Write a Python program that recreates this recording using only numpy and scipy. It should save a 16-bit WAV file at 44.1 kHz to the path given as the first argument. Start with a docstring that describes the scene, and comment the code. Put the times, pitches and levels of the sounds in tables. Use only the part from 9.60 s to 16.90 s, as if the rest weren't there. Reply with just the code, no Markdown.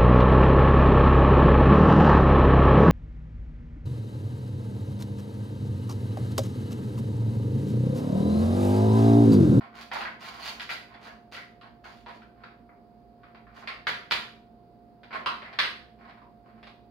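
"""A hollow ball knocks around a plastic track toy, batted by a kitten a few metres from the microphone.
Each impact excites the damped resonances of the shell, and the ball rumbles along its channel.
When shoved, the track scrapes and squeaks over the floor tiles by stick-slip friction.
Reverberation in the hard room smears every sound; an appliance hums quietly behind it all."""
import sys
import numpy as np
from scipy import signal
from scipy.fft import rfft, irfft
from scipy.io import wavfile
from scipy.ndimage import uniform_filter1d

SR = 44100
rng = np.random.default_rng(int(sys.argv[2]) if len(sys.argv) > 2 else 0)


def to_wav(s):
    """Save 16-bit WAV."""
    ch = np.atleast_2d(s).T  # columns
    pcm = np.round(np.clip(ch, -1, 1) * 32767)  # PCM
    wavfile.write(sys.argv[1], SR, pcm.astype(np.int16))


N = 321930

# Tones of the appliance. Each row: frequency in Hz, level in dB.
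HUM_TONES = [(59, -69), (117.7, -67), (177.6, -72), (398.4, -74.5), (705, -60)]
# Spectra of moving air, scraping, rolling and knocking. Each row: frequency in Hz, relative level in dB.
AIR_SPECTRUM = [(20, -41.5), (32, -22), (45, -10.5), (60, -0.5), (85, -18.5), (130, -8.5), (180, -12.5),
                (260, -8), (420, -10.5), (700, -15), (1200, -24.5), (1800, -32.5), (3300, -41), (4900, -39),
                (5600, -51.5), (8000, -54), (15000, -49)]
SCRAPE_SPECTRUM = [(80, -19), (500, -9.5), (1000, -0.5), (1600, -5.5), (2600, -0.5), (4700, -2.5),
                   (5600, -11.5), (6800, -13), (7900, -22.5), (10000, -19.5), (15500, -26.5)]
ROLL_SPECTRUM = [(60, -28.5), (200, -7), (450, -8.5), (650, 1), (1000, -1), (1500, -0.5), (2400, -8),
                 (3200, -15), (4800, -19), (5800, -37), (15000, -47)]
KNOCK_SPECTRUM = [(40, -12.5), (120, -5.5), (300, -5), (520, 0.5), (780, 2), (1200, 4.5), (2400, 1),
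                  (3500, 0.5), (4800, -6), (5600, -11), (8000, -12), (10000, -11.5), (15500, -21.5)]
# Resonances of the hollow track. Each row: frequency in Hz, width in Hz, boost in dB.
SHELL_MODES = [(960, 15, 7.5), (949, 29, 1), (1070, 70, 1.5), (1384, 29, 6), (1532, 40, 2), (1647, 95, 3),
               (1823, 53, 1.5), (1972, 220, 5), (2200, 74, 2.5), (2382, 84, 5), (2780, 26, 1.5),
               (3077, 90, 1.5), (3240, 34, -0.5), (3600, 120, -1.5), (3975, 110, 0.5)]
# Shoves of the track, its squeaks, and runs of the ball along the channel; the shove row at 0.32 s is instead
# the bright grit that rides on the ball's rattle. Each row: start in seconds, length in seconds, first level in
# dB, last level in dB.
SHOVES = [(0.135, 0.11, -55, -42), (0.32, 0.13, -37.5, -55), (0.59, 0.11, -46.5, -40),
          (0.72, 0.1, -52.5, -48), (0.79, .12, -47, -32), (1.005, 0.038, -34, -35),
          (1.085, 0.067, -37.5, -34.5), (1.395, 0.1, -62, -44.5), (1.71, 0.079, -43.5, -47.5),
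          (2.23, 0.21, -52.5, -68), (2.46, 0.12, -67, -57.5), (3.935, 0.09, -59, -53),
          (4.262, .05, -34, -38.5), (4.502, 0.051, -28, -36)]
SLIDE_SQUEAKS = [(0.819, 0.019, -41, -47.5), (0.877, 0.019, -37, -36)]
BALL_RUNS = [(0, 0.078, -36.5, -63), (0.12, .1, -48, -45), (0.305, 0.12, -34.5, -37),
             (0.45, 0.044, -40, -46), (0.6, 0.4, -45, -49.5), (1.25, 0.16, -55.5, -56),
             (1.415, 0.1, -47, -42), (2.01, 0.061, -54, -52), (2.235, 0.1, -38, -68),
             (2.455, 0.086, -39, -53), (2.75, 0.17, -63, -57), (3.57, 0.13, -70, -52),
             (3.87, 0.26, -58.5, -41.5), (5.5, 0.071, -38.5, -32), (5.75, 0.33, -48.5, -49.5),
             (6.38, 0.22, -51.5, -60), (6.83, 0.092, -64.5, -58.5), (6.93, .1, -64, -62.5)]
# Impacts of ball and track. Each row: start in seconds, relative peak level in dB, hollow ring in Hz,
# its boost in dB, thud (gain of the lows) in dB, edge (gain of the highs) in dB.
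IMPACTS = [(0.315, -23.5, 827, 12.5, -16, -16.5), (0.357, -21, 854, 11, -12, -20),
           (0.408, -23.5, 900, 16, -13.5, -10.5), (0.451, -23, 1530, 9, -24, -19.5),
           (0.997, -26, 3000, -2, -18, -8.5), (1.092, -22, 2110, 9.5, -17.5, -9.5),
           (1.114, -26, 1510, 9, -9.5, -5.5), (1.341, -39, 1930, 11, -3, -10.5),
           (1.722, -36.5, 1450, 9, 0, -8), (1.745, -32.5, 1523, 2, -14, -7.5),
           (1.771, -30, 2030, 3.5, -16, -26), (2.012, -41.5, 1084, 13, -24, -10),
           (2.242, -39.5, 1490, 16, -16, -10), (2.461, -34.5, 970, 5.5, -6.5, -16),
           (2.482, -39, 990, 11.5, -7, -9), (2.619, -44.5, 1470, 14.5, -20, -10),
           (2.836, -36, 1390, 4.5, -11.5, -15.5), (3.091, -45, 1210, 7, -10, -34),
           (3.633, -44.5, 1270, 10, -22.5, -17.5), (3.747, -40, 1380, 7.5, -5, -14),
           (3.868, -45.5, 991, 9.5, -27.5, -29.5), (4.074, -22, 2050, 5.5, -20.5, -12),
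           (4.269, -13, 1320, 3.5, -17.5, -13), (4.51, -11.5, 1250, 1, -15.5, -9.5),
           (5.433, -40, 950, 1.5, -9, -12.5), (5.508, -33, 1850, -5.5, -12, -23),
           (5.53, -27.5, 1080, -3, -11, -17.5), (5.66, -15, 1020, 15, -18, -11),
           (5.82, -32.5, 1360, 2, -12, -17), (5.85, -35.5, 2120, 11.5, -15, -13),
           (5.929, -35, 1660, 4.5, -14, -12), (5.988, -9.5, 1480, 3, -20, -10),
           (6.032, -18, 1420, -2, -21, -11.5), (6.449, -44, 816, 0, -11.5, -21),
           (6.496, -42, 1060, 5, -14, -16), (6.616, -44.5, 1124, 14, -5, -17.5),
           (7.029, -38.5, 3280, 0, -10, -11), (7.069, -39.5, 1030, 7, -8, -9.5)]
# Likeness of the two channels in a diffuse field. Each row: frequency in Hz, correlation from 0 to 1.
CORRELATION = [(60, 0.6), (150, 1), (350, 0.75), (700, 0.2), (1400, 0), (3000, 0.05), (12000, 0.2)]
# Balance of the microphone ports. Each row: frequency in Hz, left minus right in dB.
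PORT_BALANCE = [(60, -6.5), (300, -2), (700, -5.5), (1400, 0.5), (3000, -1), (3900, -4.5), (4700, -11),
                (6000, 5.5), (9000, -2.5), (13000, -4)]


def undb(db):
    """Amplitude grows tenfold for every 20 dB."""
    return 10 ** (np.asarray(db) / 20)


def unit(x):
    """Normalisation to an rms of 1."""
    return x / np.sqrt(np.mean(x ** 2))


def freqs(size):
    """Fourier bin frequencies in Hz, floored at 1."""
    return np.maximum(np.arange(size // 2 + 1) * SR / size, 1)


def along(points, f):
    """Interpolation of (Hz, value) points on a log-frequency axis."""
    hz, value = np.transpose(points)
    return np.interp(np.log(f), np.log(hz), value)


def tint(x, db):
    """Zero-phase filtering by a gain in dB at each frequency."""
    return irfft(rfft(x) * undb(db), x.shape[-1])


def minimum_phase(db):
    """The minimum-phase response of a spectrum delivers its energy as early as causality allows."""
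    cepstrum = irfft(np.log(undb(db)))
    half = len(cepstrum) // 2
    cepstrum[1:half] *= 2
    cepstrum[half + 1:] = 0
    return irfft(np.exp(rfft(cepstrum)))


def bell(f, hz, width_hz):
    """Lorentzian resonance curve, 1 at its centre."""
    return 1 / (1 + (2 * (f - hz) / width_hz) ** 2)


def diffuse_noise(size):
    """A diffuse field is alike in both channels at long wavelengths, nearly unrelated at short ones."""
    correlation = np.clip(along(CORRELATION, freqs(size)), 0, 1)
    mid, side = rfft(rng.standard_normal((2, size)))
    mid *= np.sqrt((1 + correlation) / 2)
    side *= np.sqrt((1 - correlation) / 2)
    return irfft(np.array([mid + side, mid - side]), size)


def appliance(air_db=-58.5, drone_hz=226.2, drone_db=-60, waver=0.033):
    """Mains hum and a thin motor whine superpose on a fan's narrow-band drone and broadband rush of air."""
    t, f = np.arange(N) / SR, freqs(N)
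    out = undb(air_db) * unit(tint(diffuse_noise(N), along(AIR_SPECTRUM, f)))
    drone = irfft(rfft(diffuse_noise(N)) * bell(f, drone_hz, width_hz=24), N)
    out += undb(drone_db) * unit(drone)
    slow_band = np.exp(-f / 2)
    for hz, db in HUM_TONES:
        swell, drift = (unit(irfft(rfft(rng.standard_normal(N)) * slow_band, N)) for _ in range(2))
        out += np.sqrt(2) * undb(db) * (1 + waver * swell) * np.sin(2 * np.pi * hz * t + waver * drift)
    return out


def room(wet_db, early_db, early_s=0.014, bass_hz=450, treble_t60_s=0.41, bass_t60_s=0.81):
    """A room's impulse response: direct sound, early reflections and an exponentially decaying tail."""
    size = 2 ** 15
    t, f = np.arange(size) / SR, freqs(size)
    noise = diffuse_noise(size)
    bass = irfft(rfft(noise) / (1 + (f / bass_hz) ** 4))
    tail = (noise - bass) * undb(-60 * t / treble_t60_s) + bass * undb(-60 * t / bass_t60_s)
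    tail *= 1 - np.exp(-t / 0.0015)
    path = undb(wet_db) * unit(tail) / np.sqrt(size)
    path[[0, 1], rng.integers(0, 3, size=2)] += 1  # direct sound, from nearly straight ahead
    for share in rng.uniform(0.1, 1, size=6):  # wall, door and tiles, reaching the ears a little apart
        path[[0, 1], int(share * early_s * SR) + rng.integers(0, 16, size=2)] += undb(early_db)
    return path


def track_resonance(f, unevenness_db):
    """Modal response of the track in dB: each mode's strength depends on the point of contact."""
    return sum((db + unevenness_db * rng.uniform(-0.92, 1)) * bell(f, hz, width_hz)
               for hz, width_hz, db in SHELL_MODES)


def strokes(rows, rise_s, fall_s):
    """Amplitude envelope: each stroke sets in, swells or fades exponentially, and lets go."""
    t = np.arange(N) / SR
    gain = np.zeros(N)
    for start, length, first_db, last_db in rows:
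        on = (t > start) & (t < start + length)
        age = t[on] - start
        gate = np.minimum(age / rise_s, 1) ** 2 * np.minimum((length - age) / fall_s, 1)
        gain[on] += gate * undb(first_db + (last_db - first_db) * age / length)
    return gain


def rub(envelope, spectrum, ring, rate_hz, spread_db, wet_db):
    """Shot noise: tiny random contacts drive the track's modes and one added ring (Hz, width Hz, dB)."""
    f = freqs(2048)
    ring_hz, width_hz, ring_db = ring
    strengths = undb(spread_db * np.minimum(rng.exponential(size=N), 4)) * rng.choice([-1, 1], N)
    contacts = unit((rng.random(N) < rate_hz / SR) * strengths)
    resonance_db = track_resonance(f, unevenness_db=3) + ring_db * bell(f, ring_hz, width_hz)
    shell = minimum_phase(along(spectrum, f) + resonance_db)
    path = signal.fftconvolve(shell[None], room(wet_db, early_db=-11), axes=1)
    path /= np.sqrt(np.sum(path ** 2) / 2)
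    return signal.fftconvolve((contacts * envelope)[None], path, axes=1)[:, :N]


def scraping():
    """Stick-slip friction of the track's feet on gritty tiles; briefly the slips lock into a squeak. The same
    grit also brightens the ball's rattle at 0.32 s."""
    grit = rub(strokes(SHOVES, rise_s=0.017, fall_s=0.025), SCRAPE_SPECTRUM,
               ring=(2600, 500, 1), rate_hz=890, spread_db=4, wet_db=3.5)
    squeak = rub(strokes(SLIDE_SQUEAKS, rise_s=0.0096, fall_s=0.0096), SCRAPE_SPECTRUM,
                 ring=(4440, 400, 34), rate_hz=3000, spread_db=1, wet_db=-7)
    return grit + squeak


def rolling():
    """Roughness excites rolling noise: the hollow ball bumps over the ribs and seams of its channel."""
    return rub(strokes(BALL_RUNS, rise_s=0.01, fall_s=0.01), ROLL_SPECTRUM,
               ring=(1080, 170, 6), rate_hz=260, spread_db=4.5, wet_db=8.5)


def chatter(t, decay_s=0.00091, evenness=0.58):
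    """Contact chatter of ball and loose joints spreads a click into a short, partly whitened burst."""
    spectrum = rfft(rng.standard_normal(len(t)) * t * np.exp(-t / decay_s))
    ripple_db = 20 * np.log10(np.abs(spectrum) / np.abs(spectrum).max() + 0.001)
    whitening = rfft(minimum_phase(-evenness * ripple_db))
    return irfft(spectrum * whitening)[:len(t) // 4]


def contact_spectrum(f, peak_db, thud_db, edge_db, body_db=-12):
    """Impact spectrum in dB: only strong blows thump the floor, and harder contact adds top treble."""
    strongest_db = max(row[1] for row in IMPACTS)
    thump_db = thud_db + 0.37 * (peak_db - strongest_db)
    snap_db = -31.5 + 1.5 * (edge_db - body_db)
    return along([(280, thump_db), (520, thud_db), (950, thud_db), (1200, body_db), (2200, body_db),
                  (2850, edge_db), (4950, edge_db), (5700, (edge_db + snap_db) / 2), (7400, snap_db)], f)


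def knocks(gain_db=-10, rim_hz=2587, rebound_s=0.016, rebound_db=-10):
    """Impact sets the plastic shell into damped free vibration; the ball rebounds once, more weakly."""
    size = 4096
    t, f = np.arange(size) / SR, freqs(size)
    out = np.zeros((2, N + SR))
    for start_s, peak_db, ring_hz, ring_db, thud_db, edge_db in IMPACTS:
        # the struck part favours one hollow ring and one thin ring of the rim
        hollow_db = ring_db * bell(f, ring_hz, width_hz=0.37 * ring_hz)
        rim_db = 2 * bell(f, rim_hz * rng.uniform(0.95, 1.05), width_hz=270)
        drive_db = along(KNOCK_SPECTRUM, f) + contact_spectrum(f, peak_db, thud_db, edge_db)
        shell = minimum_phase(drive_db + track_resonance(f, unevenness_db=-0.5) + hollow_db + rim_db)
        path = room(wet_db=9, early_db=-6)
        for delay_s, drop_db in [(0, 0), (rebound_s * rng.uniform(0.5, 1.5), rebound_db)]:
            blow = signal.fftconvolve(chatter(t), shell)
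            peak_rms = np.sqrt(uniform_filter1d(blow ** 2, size=160).max())
            blow *= undb(peak_db + drop_db + gain_db) / peak_rms
            heard = signal.fftconvolve(blow[None], path, axes=1)
            start = int((start_s + delay_s) * SR)
            out[:, start:start + heard.shape[1]] += heard
    return out[:, :N]


def scene():
    """Superposition: the sound pressures of the toy and the appliance add."""
    return knocks() + rolling() + scraping() + appliance()


def record(dry, cutoff_hz=15850):
    """The two microphone ports differ in frequency response; a steep low-pass limits the bandwidth."""
    lean_db = along(PORT_BALANCE, freqs(N)) / 2
    coloured = tint(dry, np.array([lean_db, -lean_db]))
    lowpass = signal.ellip(10, 0.2, 70, cutoff_hz, fs=SR, output="sos")
    return signal.sosfilt(lowpass, coloured)


dry = scene()
out = record(dry)
to_wav(out)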